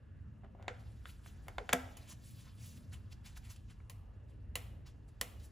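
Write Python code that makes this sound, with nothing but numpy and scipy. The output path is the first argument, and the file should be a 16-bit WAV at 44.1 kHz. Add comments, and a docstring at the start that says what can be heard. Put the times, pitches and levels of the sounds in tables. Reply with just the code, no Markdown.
"""Gloved hands, close to two microphone ports, seat batteries in a plastic bay, snap its cover and work a switch.
Each knock or snap is a contact with brief chatter that rings the plastic or switch, and the cast iron behind.
Scrapes rub noise into the bay's modes, the cover settles with falling thunks and the thin gloves crinkle in grains.
Farther off, the workshop answers with decaying noise and rumbles faintly, with hiss, whistling bands and a whine."""
import sys
import numpy as np
from scipy import signal
from scipy.fft import rfft, irfft, next_fast_len
from scipy.io import wavfile

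SR = 44100
rng = np.random.default_rng(int(sys.argv[2]) if len(sys.argv) > 2 else 0)


def transcribe(u):
    """Save the signal u as a 16-bit wav file named by the first command-line argument.

    u: samples, shape (n,) or (channels, n), limited to [-1, 1]; the rate is SR.
    q: integer samples, one column per channel.
    """
    v = np.clip(np.atleast_2d(u).T, -1, 1)
    q = np.round(v * 32767).astype(np.int16)
    wavfile.write(sys.argv[1], SR, q)


N = 243383

# Workshop rumble and air. Each row: frequency in Hz, relative density in dB per Hz.
AIR_COLOUR = [(12, -59), (20, -40.5), (45, -3.5), (86, 3.5), (142, -16.5), (241, -10.5), (319, -36.5),
              (377, -27.5), (949, -38.5), (1710, -40), (2080, -61.5), (2820, -64), (16000, -82)]
# Level of that air. Each row: time in seconds, level in dB.
AIR_LEVEL = [(0, -53.5), (1.7, -50.5), (2.1, -53), (2.95, -50.5), (3.4, -52.5), (4.75, -50.5),
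             (5.52, -50.5)]
# Left-right likeness of the air. Each row: frequency in Hz, likeness from 0 to 1.
AIR_LIKENESS = [(30, 0.96), (100, 0.96), (300, 0.54), (1000, 0.43), (3000, 1), (10000, 0.83)]
# Faint whistling bands in the air. Each row: centre in Hz, width in Hz, level in dB.
WHISTLES = [(1920, 590, -90), (2750, 200, -87.5)]
# Decay of the walls' answer. Each row: frequency in Hz, time to fall 60 dB in seconds.
WALL_DECAY = [(200, 1), (530, 0.87), (1390, 0.48), (3680, 0.57), (9700, 0.43)]
# Left-right likeness of the room's answer. Each row: frequency in Hz, likeness from 0 to 1.
WALL_LIKENESS = [(250, 0.94), (640, 0.5), (1400, 0.22), (3000, 0.97), (7000, 0.77)]
# Hands and sleeves stirring close by. Each row: time in seconds, level in dB.
STIRRING = [(0, -90), (.62, -89.5), (.8, -77), (1.45, -75), (1.91, -70.5), (2.1, -77), (2.7, -75),
            (3.17, -82.5), (3.4, -77), (3.98, -87), (4.9, -89.5), (5.4, -78), (5.52, -87)]
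# Colour of the glove film. Each row: frequency in Hz, relative density in dB per Hz.
FILM_COLOUR = [(410, -57.5), (700, -2), (2080, -5), (2300, -1), (2730, -2), (7200, -9), (8650, -8.5),
               (10700, -17), (13500, -8.5), (16000, -16)]
# Glove brushing and crinkling.
# Each row: peak time in seconds, level in dB, rise in seconds, fall in seconds, treble over body in dB.
GLOVE_BRUSHES = [(.81, -76, .0092, 0.0059, 0), (1.102, -62, 0.026, 0.019, 2.5), (1.28, -64.5, .02, .02, 6),
                 (2.032, -69, 0.022, .01, -2), (2.129, -55.5, 0.034, 0.0063, 4),
                 (2.281, -69, 0.044, 0.094, 17), (2.41, -67, 0.022, 0.03, 9),
                 (2.49, -74, 0.032, 0.014, -13), (2.67, -67, 0.045, 0.052, 27),
                 (2.776, -68.5, 0.0073, .005, 20), (2.936, -55, 0.0077, 0.016, -0.5),
                 (3.13, -60.5, 0.012, .005, 1), (3.263, -57, 0.0098, .03, -0.5),
                 (3.378, -52.5, 0.01, 0.0035, -0.5), (3.46, -65.5, .017, 0.031, -3),
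                 (3.511, -56.5, .01, 0.017, 6), (3.562, -60.5, 0.00084, .0063, 1),
                 (3.713, -68, 0.014, 0.015, -5.5), (4.30, -79, .012, .03, -7.5),
                 (4.869, -59.5, .006, 0.019, -2.5), (5.09, -69, 0.0051, 0.0063, -2),
                 (5.401, -71.5, .0036, .03, 10), (5.451, -70.5, .018, 0.023, 12)]
# Fingers and batteries scraping in the bay.
# Each row: peak time in seconds, level in dB, rise in seconds, fall in seconds.
BAY_SCRAPES = [(0.446, -60, 0.0084, 0.016), (.555, -79, 0.0075, .02), (0.601, -62.5, 0.013, 0.035),
               (.64, -64.5, .01, 0.061), (1.475, -60, 0.0059, 0.0074)]
# The cover settling after a knock.
# Each row: start in seconds, level in dB, start pitch in Hz, end pitch in Hz, length in seconds.
COVER_THUNKS = [(0.691, -54, 700, 422, 0.0453), (1.589, -47.5, 851, 372.5, 0.05)]
# Modes of the cover and bay. Each row: frequency in Hz, relative level in dB, time to fall 60 dB in seconds.
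COVER_MODES = [(400.3, -27, 0.15), (444, -10.5, 0.0052), (735, -1.5, 0.011), (1100, -4.5, 0.0074),
               (1432, 1, 0.008), (2187, 0, 0.011), (2730, -1.5, 0.0055), (3550, -0.5, 0.0068),
               (4240, -2, 0.0035), (7100, 4, 0.0013)]
# Modes of the switch rocker and spring. Each row: frequency in Hz, relative level in dB, 60 dB fall in seconds.
SWITCH_MODES = [(700, -5, 0.0073), (1080, -7, 0.012), (1350, -3.5, 0.0076), (1976, 0.5, 0.012),
                (2887, 7.5, 0.013), (4200, -2.5, 0.0046), (6820, -1, 0.049), (10230, -17, 0.0028)]
# Modes of the iron casting and sheet hood. Each row: frequency in Hz, relative level in dB, 60 dB fall in seconds.
CASTING_MODES = [(138, -3.5, 0.045), (182, -5, 0.11), (256.3, -7.5, 0.36), (487, -3.5, 0.18),
                 (608, -11.5, 0.15), (695.6, 0.5, 0.13), (1347, -25, 0.3), (2050, -30, 0.25)]
# Knocks on the plastic cover. Each row: start in seconds, level in dB, contact time constant in ms,
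# low modes' boost in dB, crack over ringing in dB.
COVER_KNOCKS = [(.188, -70, 0.033, -15, -25), (.445, -53, 0.13, 7, -23), (.549, -47.5, 0.52, 10, -32),
                (.597, -50, 0.31, 14, -32), (.625, -51.5, .033, 3, -8.5), (.680, -24, 0.054, -0.5, -30),
                (1.055, -36, 0.084, -22, -29), (1.260, -45.5, 0.23, -8, -22),
                (1.482, -32.5, 0.068, 3.5, -7.5), (1.582, -24.5, 0.054, 5.5, -30),
                (1.691, -22.5, 0.036, 1.5, -24), (1.7277, -19, 0.061, -10.5, -18),
                (1.7308, -13.5, 0.056, 0, 0), (3.801, -56.5, 0.13, -8.5, -31)]
# Switch snaps. Each row: start in seconds, level in dB, contact time constant in ms,
# low modes' boost in dB, crack over ringing in dB.
SWITCH_SNAPS = [(1.969, -47.5, 0.0058, 7, 8), (3.897, -46, .019, 9, 8), (4.5545, -27.5, 0.055, 1.5, 6),
                (5.212, -27, 0.077, 1, 7.5)]
# What a firm blow passes on: casting dB, casting dB per dB above firm, room dB, room dB per dB below firm (signed).
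COVER_PASSING = (-32, 1.4958, 1.5, -0.14)
SWITCH_PASSING = (-22, .45, 8, -0.22)
# Phase between the two microphone ports. Each row: frequency in Hz, radians by which left leads.
PORT_PHASE = [(0, 0), (1030, 0.5), (1640, 0.0), (4820, 0.7), (6120, -0.6), (7840, 0.1), (8100, 2.0),
              (8700, 2.2), (10200, 0.5), (11600, -0.5), (13300, -3.2), (14200, -3.4), (15200, -6.1),
              (16300, -6.7)]
EDGES = 20 * 2 ** np.arange(0, 10.1, .5)   # half-octave band edges in Hz

WHINE_HZ, WHINE_DB = 1700, -88.5   # faint tone; its level wanders around this rms
ROOM_DB, FIRST_ECHO_S = -8.5, 0.0023   # the answer fades in over about this time
NEAR_DB, NEAR_T60_S = 13, 0.063   # quick echoes off the machine and bench, starting over the walls' level
FILM_SPLIT_HZ = 6400   # between the body and the treble of a brush
SCRAPE_CUT_HZ, CRACK_CUT_HZ = 770, 9900   # low-pass corners
FAR_CYCLES = 12   # longest ring, in cycles to fall 60 dB, that carries to the walls
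LOW_MODES_HZ = 1200   # modes under this are too slow to follow the chatter
CHATTER_S = .00105   # the rattle's time to its strongest point
FIRM_DB = -25   # level of a firm blow
CUTOFF_HZ = 16700   # the top is 70 dB down from here


def amp(db):
    """Decibels to amplitude ratio."""
    return 10 ** (np.asarray(db) / 20)


def rms_one(x):
    """Scale to an rms of 1."""
    return x / np.sqrt(np.mean(x ** 2) + 1e-20)


def in_time(rows):
    """Straight lines between (seconds, value) points."""
    return np.interp(np.arange(N) / SR, *np.transpose(rows))


def at_hz(points, hz):
    """Lines between (Hz, value) points, straight over log frequency."""
    point_hz, values = np.transpose(points)
    return np.interp(np.log(hz), np.log(point_hz), values)


def drift(rate_hz):
    """Slow chance of spread 1: noise through two equal poles with their corner at rate_hz."""
    step = 40   # samples between slow values
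    r = np.exp(-2 * np.pi * step * rate_hz / SR)
    white = rng.standard_normal(N // step + 2002)
    slow = signal.lfilter([1], [1, -2 * r, r * r], white)[2000:]   # drop the run-in
    return np.interp(np.arange(N) / step, np.arange(len(slow)), rms_one(slow))


def band_pass(x, low, high):
    """Keep what lies between two frequencies in Hz."""
    return signal.sosfilt(signal.butter(2, [low, high], "band", fs=SR, output="sos"), x)


def bands(white, likeness):
    """Half-octave bands of stereo noise, left and right as alike as the table says: yields centre Hz, pair."""
    for k, (low, high) in enumerate(zip(EDGES, EDGES[1:])):
        mid, side = band_pass(white[k % 2], low, high)   # neighbours use separate noise
        hz = np.sqrt(low * high)
        alike = np.clip(at_hz(likeness, hz), 0, 1)
        yield hz, np.sqrt(1 + alike) * mid + np.sqrt(1 - alike) * side * [[1], [-1]]


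def swell(t, s, rise, fall):
    """A bell-shaped rise to the peak at s, then an exponential fall."""
    rising = np.exp(-((t - s) / rise) ** 2 / 2)
    falling = np.exp(np.minimum(s - t, 0) / fall)
    return np.where(t < s, rising, falling)


def ring(force, modes):
    """The force sets every mode ringing as a damped resonator; neighbours swing against each other."""
    out = 0
    for k, (hz, db, t60) in enumerate(modes):
        r, w = amp(-60 / (t60 * SR)), 2 * np.pi * hz / SR
        mode = signal.lfilter([0, np.sin(w)], [1, -2 * r * np.cos(w), r * r], force)
        out = out + (-1) ** k * amp(db) * mode
    return out


def workshop_air():
    """Low rumble thinning into hiss, every band wavering a little, with whistling bands and one faint tone."""
    white = rng.standard_normal((2, 2, N))
    air = sum(amp(at_hz(AIR_COLOUR, hz) + 2.7 * drift(1.5)) * pair for hz, pair in bands(white, AIR_LIKENESS))
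    out = amp(in_time(AIR_LEVEL)) * rms_one(air)
    for hz, width, db in WHISTLES:
        narrow = signal.lfilter(*signal.iirpeak(hz, hz / width, fs=SR), rng.standard_normal(N))
        out += amp(db + 1.1 * drift(2)) * rms_one(narrow)
    whine = np.sin(2 * np.pi * WHINE_HZ * np.arange(N) / SR)
    return out + np.sqrt(2) * amp(WHINE_DB + 2.0 * drift(0.87)) * whine


def walls(sent):
    """The room's answer: noise that fades in with the first echo, then dies band by band."""
    size = int(.7 * SR)
    t = np.arange(size) / SR
    near = amp(NEAR_DB - 60 * t / NEAR_T60_S)
    white = rng.standard_normal((2, 2, size))
    answer = sum((amp(-60 * t / at_hz(WALL_DECAY, hz)) + near) * pair for hz, pair in bands(white, WALL_LIKENESS))
    answer = answer * (1 - np.exp(-(t / FIRST_ECHO_S) ** 2))
    answer = rms_one(answer) / np.sqrt(size)
    return amp(ROOM_DB) * signal.fftconvolve(sent[None], answer, axes=1)[:, :N]


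def gloves():
    """Dense crinkle grains in the flickering colour of the film, swelling and fading with each brush."""
    loudness_db = 1.2 * np.minimum(rng.exponential(1, N), 5)   # a few grains stand out
    grains = rng.standard_normal((2, N)) * amp(loudness_db)
    film = 0
    for k, (low, high) in enumerate(zip(EDGES[9:], EDGES[10:])):
        colour_db = at_hz(FILM_COLOUR, np.sqrt(low * high)) + 2.8 * drift(25)
        film = film + amp(colour_db) * band_pass(grains[k % 2], low, high)
    # thin film has no lows
    film = signal.sosfilt(signal.butter(2, 1100, "high", fs=SR, output="sos"), rms_one(film))
    body = signal.lfilter(*signal.butter(1, FILM_SPLIT_HZ, fs=SR), film)
    treble = film - body
    out, t = amp(in_time(STIRRING)) * film, np.arange(N) / SR
    for s, db, rise, fall, treble_db in GLOVE_BRUSHES:
        lean = amp(-treble_db / 2) * body + amp(treble_db / 2) * treble
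        out += amp(db) * swell(t, s, rise, fall) * lean
    return out


def scrapes():
    """Soft uneven slips rubbed into the modes of the bay."""
    slips = rng.standard_normal(N) * (rng.random(N) < 600 / SR)   # about 600 a second
    soft = signal.sosfilt(signal.butter(2, SCRAPE_CUT_HZ, fs=SR, output="sos"), slips + 1e-18)
    t = np.arange(N) / SR
    level = sum(amp(db) * swell(t, s, rise, fall) for s, db, rise, fall in BAY_SCRAPES)
    return rms_one(ring(soft, COVER_MODES)) * level


def cover_settling():
    """A rough tone that slides down as the bent cover relaxes."""
    out = np.zeros(N)
    for s, db, start_hz, end_hz, length in COVER_THUNKS:
        age = np.arange(round(length * SR)) / (length * SR)   # 0 to 1
        hz = start_hz * (end_hz / start_hz) ** np.sqrt(age)   # falls fastest at first
        turns = np.cumsum(hz) / SR
        span = slice(round(s * SR), round(s * SR) + len(age))
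        rough = amp(db + 2.3 * drift(60)[span])
        out[span] += rough * np.sin(np.pi * age) * np.sin(2 * np.pi * turns)
    return out


def blows(rows, modes, passing):
    """Each blow is a contact with a few ms of chatter; returns the close sound and what goes out to the walls."""
    out, size = np.zeros((2, N)), SR // 2
    t = np.arange(size) / SR
    age = t / CHATTER_S
    blurred = [(hz, db, min(t60, FAR_CYCLES / hz)) for hz, db, t60 in modes]
    edge = signal.butter(1, CRACK_CUT_HZ, fs=SR)
    main = 1. * (np.arange(size) == round(.6 * CHATTER_S * SR))   # one impulse just after the start
    for s, db, contact_ms, low_db, crack_db in rows:
        casting_db = passing[0] + passing[1] * max(db - FIRM_DB, 0)
        room_db = passing[2] + passing[3] * min(db - FIRM_DB, 0)
        luck = rng.standard_normal((2, size))
        rattle = luck[0] * (luck[1] > .6) * 0.34 * age * np.exp(-age)   # builds, then dies
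        # a longer contact softens the push
        soft = np.exp(-1000 / SR / max(contact_ms, .005))
        pushes = [main + 1e-18, 0.35 * main + rattle + 1e-18]
        thrust, shaken = signal.lfilter([1], [1, -2 * soft, soft * soft], pushes)
        at = round(s * SR)
        # from afar the chatter and the fine ringing blur into one even blow
        close = (0, 0.19 * main + rattle, shaken, modes, db)
        far = (1, main, thrust, blurred, db + room_db)
        for channel, force, push, rings, out_db in (close, far):
            crack = signal.lfilter(*edge, np.diff(force, prepend=0))
            low = [m for m in rings if m[0] < LOW_MODES_HZ]
            high = [m for m in rings if m[0] >= LOW_MODES_HZ]
            scale = np.sqrt(np.sum(push ** 2) / np.sum(thrust ** 2))   # equal energy for the low modes' push
            ringing = ring(push, high) + amp(low_db) * scale * ring(thrust, low)
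            sound = ringing / np.abs(ringing).max() + amp(crack_db) * crack / np.abs(crack).max()
            out[channel, at:at + size] += amp(out_db) * sound[:N - at]
        # the iron rings in the close sound only
        iron = ring(thrust / thrust.sum(), CASTING_MODES)
        out[0, at:at + size] += amp(db + casting_db) * iron[:N - at]
    return out


def switch_snaps():
    """Blows that ring the rocker and spring, with the iron behind."""
    return blows(SWITCH_SNAPS, SWITCH_MODES, SWITCH_PASSING)


def cover_knocks():
    """Blows that ring the plastic cover and bay, with the iron behind."""
    return blows(COVER_KNOCKS, COVER_MODES, COVER_PASSING)


def scene():
    """Close sounds, their room answer and the workshop air."""
    # the soft sounds go alike to the close sound and to the walls
    close, sent = cover_knocks() + switch_snaps() + gloves() + scrapes() + cover_settling()
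    return close + walls(sent) + workshop_air()


def record(dry):
    """The two microphone ports turn the phase differently with pitch; the top is cut."""
    size = next_fast_len(N + 2048)
    lead = np.interp(np.arange(size // 2 + 1) * SR / size, *np.transpose(PORT_PHASE))
    turn = np.exp(.5j * lead * np.array([[1], [-1]]))   # half the lead to each side
    ports = irfft(rfft(dry, size) * turn, size)[:, :N]
    return signal.sosfilt(signal.cheby2(12, 70, CUTOFF_HZ, fs=SR, output="sos"), ports)


dry = scene()
out = record(dry)
transcribe(out)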